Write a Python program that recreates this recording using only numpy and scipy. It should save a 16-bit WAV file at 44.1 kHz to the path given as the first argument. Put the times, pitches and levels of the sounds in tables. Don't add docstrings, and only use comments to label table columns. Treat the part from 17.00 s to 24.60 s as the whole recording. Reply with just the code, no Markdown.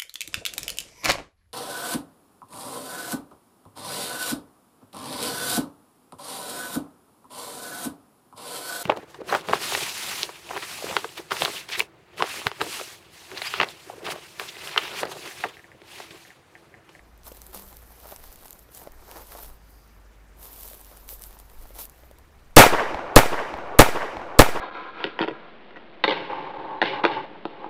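import sys
import numpy as np
from scipy import signal
from scipy.io import wavfile

SR = 44100
rng = np.random.default_rng(int(sys.argv[2]) if len(sys.argv) > 2 else 0)


def materialize(psi):
    bounded = np.clip(np.atleast_2d(psi).T, -1, 1)
    quanta = np.round(bounded * 32767).astype(np.int16)
    wavfile.write(sys.argv[1], SR, quanta)


def ratio_of_db(decibels):
    return 10 ** (np.asarray(decibels, float) / 20)


N = 335160

# t/s, recovery/ms, rebound height, rebound swing f/Hz, rebound decay/s
SHOTS = [
    (5.567, 7.7, 0.42, 3.1, 0.11),
    (6.1617, 5.4, 0.13, 0.72, 0.26),
    (6.7910, 4.8, 0.13, 0.68, 0.23),
    (7.3915, 4.8, 0.16, 0.64, 0.19),
]
SETTLED_DB = -15


def rms_one(x):
    return x / np.sqrt(np.mean(x ** 2) + 1e-20)


def in_time(rows, start=0):
    s, *columns = np.transpose(rows)
    return [np.interp(np.arange(N) / SR + start, s, c) for c in columns]


def at_hz(points, hz, column=1):
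    table = np.array(points)
    return np.interp(np.log(hz), np.log(table[:, 0]), table[:, column])


def band(x, low_hz, high_hz):
    return signal.sosfilt(signal.butter(2, [low_hz, min(high_hz, .45 * SR)], "band", fs=SR, output="sos"), x)


def drift(rate_hz):
    r = np.exp(-2 * np.pi * rate_hz / SR)
    white = rng.standard_normal(N + SR)
    return rms_one(signal.lfilter([1], [1, -2 * r, r * r], white)[SR:])


def coloured(spectrum, fading, patchy_db, size=N):
    out, power, white = 0, 0, rng.standard_normal((2, size))
    octaves = np.log2(spectrum[-1][0] / spectrum[0][0])
    edges = spectrum[0][0] * 2 ** np.arange(0, octaves + .3, 1 / 3)
    flicker = drift(25.0)
    for k, (low, high) in enumerate(zip(edges, edges[1:])):
        hz = np.sqrt(low * high)
        part = ratio_of_db(at_hz(spectrum, hz)) * band(white[k % 2], low, high)
        power += np.mean(part ** 2)
        flicker_db = patchy_db * np.roll(flicker, 9973 * k)[:size]
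        out = out + part * ratio_of_db(flicker_db - at_hz(fading, hz) * np.arange(size) / SR)
    return out / np.sqrt(power)


def add(out, s, piece):
    i = round(s * SR)
    out[i:i + len(piece)] += piece[:len(out) - i]


def ping(hz, t60):
    t = np.arange(int(t60 * SR)) / SR
    return np.sin(2 * np.pi * hz * t) * ratio_of_db(-60 * t / t60)


def burst(low_hz, high_hz, t60):
    t = np.arange(2000) / SR
    return rms_one(band(rng.standard_normal(2000), low_hz, high_hz)) * ratio_of_db(-60 * t / t60)


def swell(s, rise_s, fall_s, curve):
    shape = np.interp(np.arange(N) / SR, [s - rise_s, s, s + fall_s], [0, 1, 0])
    return np.power(shape, curve, out=np.zeros(N), where=shape > 0)


def background():
    # t/s, f/Hz, level/dB
    engine = [(0.0, 53.9, -50.5), (1.06, 58.1, -51.5), (1.25, 63.07, -59), (1.45, 56.2, -65),
              (1.93, 54, -51.5), (2.65, 51.36, -50), (4.79, 45.87, -46.5), (4.95, 55.7, -54),
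              (5.1, 61.9, -51), (5.5, 80, -61)]
    # t/s, level/dB
    breeze = [(0, -66), (1.7, -67.5), (2.3, -52), (3.0, -78), (3.7, -59), (4.12, -49.5), (4.5, -53),
              (4.84, -58), (5.42, -51), (5.54, -48)]
    # t/s, level/dB, width/s
    gust_rows = [(.26, -53, .08), (.6, -53.5, 0.3), (1.28, -43, 0.15), (1.48, -46, 0.084),
                 (1.96, -45, 0.18), (2.48, -41, .1), (4.58, -35.5, .09)]
    # f/Hz, level/dB per Hz
    air_colour = [(24, -23), (45, -11), (70, -14), (131, -22), (900, -28.5), (2000, -32.5), (3050, -40),
                  (16500, -50)]
    air_db = -51.5
    hz, engine_db = in_time(engine)
    engine_level = np.sqrt(2) * ratio_of_db(engine_db + 1.3 * drift(6.3))
    unsteady_hz = hz * (1 + 0.0096 * drift(6))
    drone = engine_level * np.sin(2 * np.pi * np.cumsum(unsteady_hz) / SR)
    gusts = sum(ratio_of_db(db) * swell(s, width, 1.26 * width, 1.5) for s, db, width in gust_rows)
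    wind_level = ratio_of_db(in_time(breeze)[0] + 3.0 * drift(5)) + gusts
    wind = wind_level * rms_one(band(rng.standard_normal(N), 10, 30))
    air = ratio_of_db(air_db) * coloured(air_colour, [(1000, 0.0042), (2000, 0.0072)], patchy_db=2.1)
    return drone + wind + air


def rustle():
    # peak t/s, rise/s, fall/s, fabric hiss level/dB, dull rubbing level/dB
    moves = [(.28, 0.062, 0.019, -41, -45), (.3, 0.035, 0.88, -51.5, -54.5),
             (.55, 0.03, 0.12, -39.5, -42.5), (.7, 0.16, .2, -54, -58), (1.13, 0.47, 0.09, -47.5, -48.5),
             (1.23, 0.083, 0.68, -49.5, -52), (1.48, .08, 0.26, -56, -78), (1.76, 0.075, 0.18, -43, -51),
             (1.87, 0.12, .06, -74, -50.5), (2.17, 0.38, 0.13, -49.5, -43.5), (2.31, 0.061, 0.12, -52, -55),
             (2.42, 0.35, 0.2, -45, -46.5), (2.71, 0.14, 0.42, -61, -75), (3.44, 0.096, 0.57, -43, -51),
             (3.63, .1, 0.34, -44, -54.5), (3.93, 0.19, 0.48, -52, -54), (4.099, 0.029, 0.11, -36, -50),
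             (4.24, 0.098, 0.099, -46, -59), (4.33, 0.16, 0.13, -54, -57), (4.4, .03, .04, -53, -61),
             (4.62, 0.5, 0.6, -55.5, -57), (4.81, 0.089, 0.077, -35.5, -42.5), (5.0, 0.19, .3, -65, -60),
             (5.18, .02, 0.071, -74, -64)]
    # f/Hz, level/dB per Hz
    fabric = [(2940, -43), (5000, -22), (8000, -9.5), (9960, -8.5), (13200, 0), (15700, -6), (16200, -12),
              (16500, -28.5)]
    swells = np.array([swell(s, rise, fall, 1.91) for s, rise, fall, *levels in moves])
    hiss_db, dull_db = np.transpose(moves)[-2:]
    scratch_db = -3 + 0.51 * hiss_db + 0.49 * dull_db
    before_shots = np.arange(N) < SHOTS[0][0] * SR

    grain_here = rng.random(N) < 450 * ratio_of_db(5 * drift(25)) / SR
    grain_height = ratio_of_db(6.4 * np.minimum(rng.exponential(1, N), 3.5))
    grains = rms_one(grain_here * grain_height * rng.choice([-1, 1], N))
    smooth = coloured(fabric, [(1000, 0), (2000, 0.012)], patchy_db=2.0) * ratio_of_db(1.5 * drift(40))
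    hiss = smooth + 0.68 * rms_one(band(grains, 8200, 16000))
    slide = rng.standard_normal(N) + 0.74 * grains
    dull = rms_one(band(slide, 310, 1160)) * ratio_of_db(2.7 * drift(30))
    scratch = rms_one(band(slide, 2500, 6400))

    hiss_level = ratio_of_db(-78) + ratio_of_db(hiss_db) @ swells
    dull_level = ratio_of_db(-77) + ratio_of_db(dull_db) @ swells
    return before_shots * (hiss_level * hiss + dull_level * dull + ratio_of_db(scratch_db) @ swells * scratch)


def ticks_and_knocks():
    # t/s, peak level/dB
    seam_ticks = [(0.177, -35), (.3216, -27), (0.4177, -19), (0.4663, -23), (.633, -32), (.7013, -36),
                  (.7282, -35), (0.769, -23.5), (1.0705, -29), (1.1907, -34), (1.327, -27), (1.3586, -27),
                  (1.3897, -35), (1.507, -19.5), (1.5292, -21.5), (1.592, -27), (1.7484, -24.5),
                  (1.9202, -31), (3.813, -25), (3.8469, -26), (3.916, -38), (3.9719, -27), (4.1944, -27),
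                  (4.221, -20), (4.2382, -18), (4.3897, -30), (4.3994, -31), (4.854, -22), (4.8973, -30),
                  (5.186, -29)]
    # t/s, peak level/dB, f/Hz
    grip_ticks = [(.2337, -37, 7310), (.2676, -30, 11000), (.3701, -31, 14300), (.5336, -33, 13010),
                  (1.1205, -30, 13800), (1.162, -22, 10300), (1.2395, -27, 13100), (1.4321, -36, 14400),
                  (1.4568, -29, 13200), (1.4815, -29.5, 8500), (2.1138, -24.5, 13500),
                  (2.2194, -33.5, 13870), (2.3207, -26.5, 13470), (3.733, -25, 12900),
                  (4.0903, -22.5, 11100), (4.338, -41, 12960), (4.499, -35, 11730), (4.7875, -26, 12970),
                  (4.98, -41, 13300), (5.1127, -35.5, 13200), (5.5643, -3, 9940)]
    # t/s, peak level/dB
    late_ticks = [(6.4894, -56), (6.5394, -58), (6.5744, -51), (6.6774, -57), (7.2694, -58)]
    # t/s, peak level/dB, f/Hz
    knocks = [(0.269, -36, 1130), (0.318, -31, 520), (0.59, -42, 360), (1.056, -31, 620),
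              (1.124, -29.5, 680), (1.161, -43, 926), (1.2403, -41, 900), (1.456, -33.5, 820),
              (1.69, -42, 487), (1.817, -35, 770), (1.873, -26, 595), (2.121, -33, 869),
              (2.209, -36.5, 530), (2.351, -31, 640), (3.713, -36.5, 583), (3.734, -40, 586),
              (3.915, -37, 622), (4.128, -36.5, 525), (4.369, -37, 900), (4.655, -35, 785),
              (4.706, -37.5, 555), (5.035, -38.5, 584), (5.112, -36.5, 564), (5.567, 2, 480)]
    # peak t/s, rise/s, fall/s, f/Hz, level/dB
    slides = [(1.3, .1, .12, 4650, -62), (2.75, 0.22, .25, 5000, -66), (2.75, 0.22, .25, 6450, -70),
              (3.51, 0.017, 0.017, 2050, -58)]
    # t/s, f/Hz, level/dB, ring/s
    hollow = [(0.56, 195, -44, 0.22), (0.49, 376, -47, 0.1)]
    out = np.zeros(N)
    all_ticks = [(s, db, 13100, -23.5) for s, db in seam_ticks]
    all_ticks += [(*row, -12.5) for row in grip_ticks]
    for s, db, hz, body_db in all_ticks:
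        bright = ratio_of_db(db - 2.5) * burst(0.55 * hz, 1.42 * hz, 0.0039)
        body = ratio_of_db(db + body_db + 5) * burst(800, 5500, 0.0055)
        add(out, s, bright + body)
    for s, db in late_ticks:
        add(out, s, ratio_of_db(db - SETTLED_DB - 5.0) * burst(9000, 15550, .012))
    for s, db, hz in knocks:
        add(out, s, ratio_of_db(db + 3.0) * ping(hz, 10.7 / hz))
        add(out, s, ratio_of_db(db - 6.5) * burst(700, 3600, 0.0053))
    for s, rise, fall, hz, db in slides:
        creak = rms_one(band(rng.standard_normal(N), 0.9 * hz, 1.04 * hz))
        out += ratio_of_db(db) * swell(s, rise, fall, 0.53) * creak
    for s, hz, db, ring_s in hollow:
        add(out, s, ratio_of_db(db) * ping(hz, ring_s * 3))
    return out


def near_reflections(size):
    # t/ms after the shot, width/ms, peak level/dB
    humps = [(3.308, 0.55, 20.5), (5.03, 0.45, 20.5), (7.053, 1.1, 21.5), (9.79, 0.16, 7.5),
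             (10.85, 0.45, 2), (12.04, 0.21, -1.5), (25.72, 0.58, -0.5), (27.24, 0.41, 2.8),
             (28.25, 0.22, 6.5), (28.55, 0.31, 10), (30.64, 0.57, -2.5), (34.3, .46, -8.5),
             (34.77, 0.57, -2), (36, .55, 2.5), (37.9, .5, -6), (39.36, 0.5, -5), (43.5, 0.35, -2),
             (45.8, 0.55, -4.5)]
    out = np.zeros(size)
    after_ms = np.cumsum(.8 * 1.07 ** np.arange(10))
    luck = rng.normal(size=(10, 3))
    lesser = [(12.0 + ms + .2 * a, 0.53 * (1 + 0.13 * b), -3 - 0.4 * ms + 6.6 * c)
              for ms, (a, b, c) in zip(after_ms, luck)]
    for ms, width, db in humps + lesser:
        hump = np.hanning(int(1.5 * width * SR / 1000))
        add(out, (ms - .75 * width) / 1000, ratio_of_db(db) * hump)
    return signal.sosfilt(signal.butter(1, 90, "high", fs=SR, output="sos"), out)


def surroundings():
    pattern_s = 6.791
    # t/s, peak level/dB, f/Hz, ring/s
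    far_echoes = [(6.844, -8, 1247, 0.0062), (6.863, -7.5, 898, 0.016), (6.872, -16.5, 718, 0.017),
                  (6.8885, -9.5, 510, 0.014), (6.896, -19, 635, 0.015), (6.949, -20, 407, 0.022),
                  (6.958, -18, 650, 0.015), (6.963, -16, 433, 0.028), (6.973, -12.5, 990, 0.0082),
                  (7.013, -21.5, 670, 0.019), (7.02, -18, 1535, 0.017), (7.029, -19.5, 680, 0.023),
                  (7.171, -33, 68, 0.083), (7.169, -19, 870, 0.017), (7.181, -32, 608, 0.015),
                  (7.197, -28.5, 860, 0.019), (7.216, -27, 790, 0.022)]
    # t/s, level/dB
    tree_lines = [(6.82, -20), (6.87, -23), (6.925, -30.5), (6.96, -23), (6.995, -29.5), (7.025, -24.5),
                  (7.07, -29.5), (7.2, -34.5), (7.38, -36.5)]
    # f/Hz, level/dB per Hz
    tree_colour = [(60, -20.5), (184, -17), (330, -4.5), (760, 1), (2500, -5.5), (3300, -19), (7000, -47.5),
                   (15400, -120)]
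    # f/Hz, loss/dB per s
    tree_loss = [(90, -11.5), (200, -4.5), (1000, 1), (2500, 24.5), (6000, 30.5)]
    # f/Hz, first level/dB, spreading/dB per doubling of time, air loss/dB per s
    leaf_scatter = [(1520, -3.5, 11, 3), (3180, -15.5, 8, 13.5), (5000, -16.5, 7, 30.5),
                    (7930, -12.5, 8.5, 50.5), (15100, -8, 9.5, 72.5)]
    size = 3 * SR // 2
    t = np.arange(size) / SR
    out = near_reflections(size)
    for s, db, hz, ring_s in far_echoes:
        add(out, s - pattern_s, ratio_of_db(db + 2) * ping(hz, max(ring_s, .003)))
        add(out, s - pattern_s, ratio_of_db(db - 10.0) * burst(0.97 * hz, 2550, 0.0092))
    late_s = np.maximum(t - (tree_lines[-1][0] - pattern_s), 0)
    level_db = in_time(tree_lines, start=pattern_s)[0][:size] - 14 * late_s
    onset = np.clip(t / 0.012, 0, 1)
    out += ratio_of_db(level_db) * onset * coloured(tree_colour, tree_loss, patchy_db=2.5, size=size)
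    for low in 1500 * 2 ** np.arange(0, 3.5, .5):
        first, spreading, loss = (at_hz(leaf_scatter, 1.19 * low, column=c) for c in (1, 2, 3))
        fade_db = first - spreading * np.log2(1 + t / 0.014) - loss * t
        out += ratio_of_db(fade_db) * rms_one(band(rng.standard_normal(size), low, low * np.sqrt(2)))
    return out * ratio_of_db(-SETTLED_DB)


def shots():
    out, returns = np.zeros(N), surroundings()
    for s, *overload in SHOTS:
        add(out, s - .0040, ratio_of_db(1.5) * burst(3770, 17000, 0.003))
        crack_rise = np.clip(np.arange(2000) / 30, .05, 1)
        add(out, s - .0007, ratio_of_db(20.0) * burst(910, 14000, 0.0087) * crack_rise)
        add(out, s, returns)
    return out


def capsule_offset():
    out, t = np.zeros(N), np.arange(SR) / SR
    for s, recovery_ms, rebound, swing_hz, decay_s in SHOTS:
        push = -5.5 * np.clip(t / 0.0018, 0, 1) ** 2 * np.exp(-1000 * t / recovery_ms)
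        swing = rebound * (1 - np.exp(-t / .012)) * np.exp(-t / decay_s) * np.cos(2 * np.pi * swing_hz * t)
        add(out, s, push + swing)
    return out


def recorder_gain():
    # delay t/s, ducking time/s, recovery/dB per s
    ducks = [
        (.06, .09, 0.1),
        (-0.0037, 0.038, 12),
        (0.0022, 0.038, 9.5),
        (-0.00057, 0.039, 17),
    ]
    open_db, duck_db = -4, 7.5
    t, db = np.arange(N) / SR, open_db
    starts = [shot[0] + duck[0] for shot, duck in zip(SHOTS, ducks)]
    for s, until, (delay, duck_s, recovery_db) in zip(starts, starts[1:] + [N / SR], ducks):
        recovering_s = np.clip(t - s - duck_s, 0, until - s - duck_s)
        db = db - duck_db * np.clip((t - s) / duck_s, 0, 1) + recovery_db * recovering_s
    return ratio_of_db(db)


def scene():
    offset = capsule_offset() / recorder_gain()
    return (background() + rustle() + ticks_and_knocks() + shots() + offset)[None]


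def top_cut(x):
    return signal.sosfilt(signal.butter(12, 16790, fs=SR, output="sos"), x)


def record(dry):
    clipped = np.clip(dry * recorder_gain(), -.98, .98)
    cut = signal.sosfilt(signal.cheby2(10, 40, 16100, fs=SR, output="sos"), clipped)
    return top_cut(np.clip(cut, -1, 1))


dry = scene()
out = record(dry)
materialize(out)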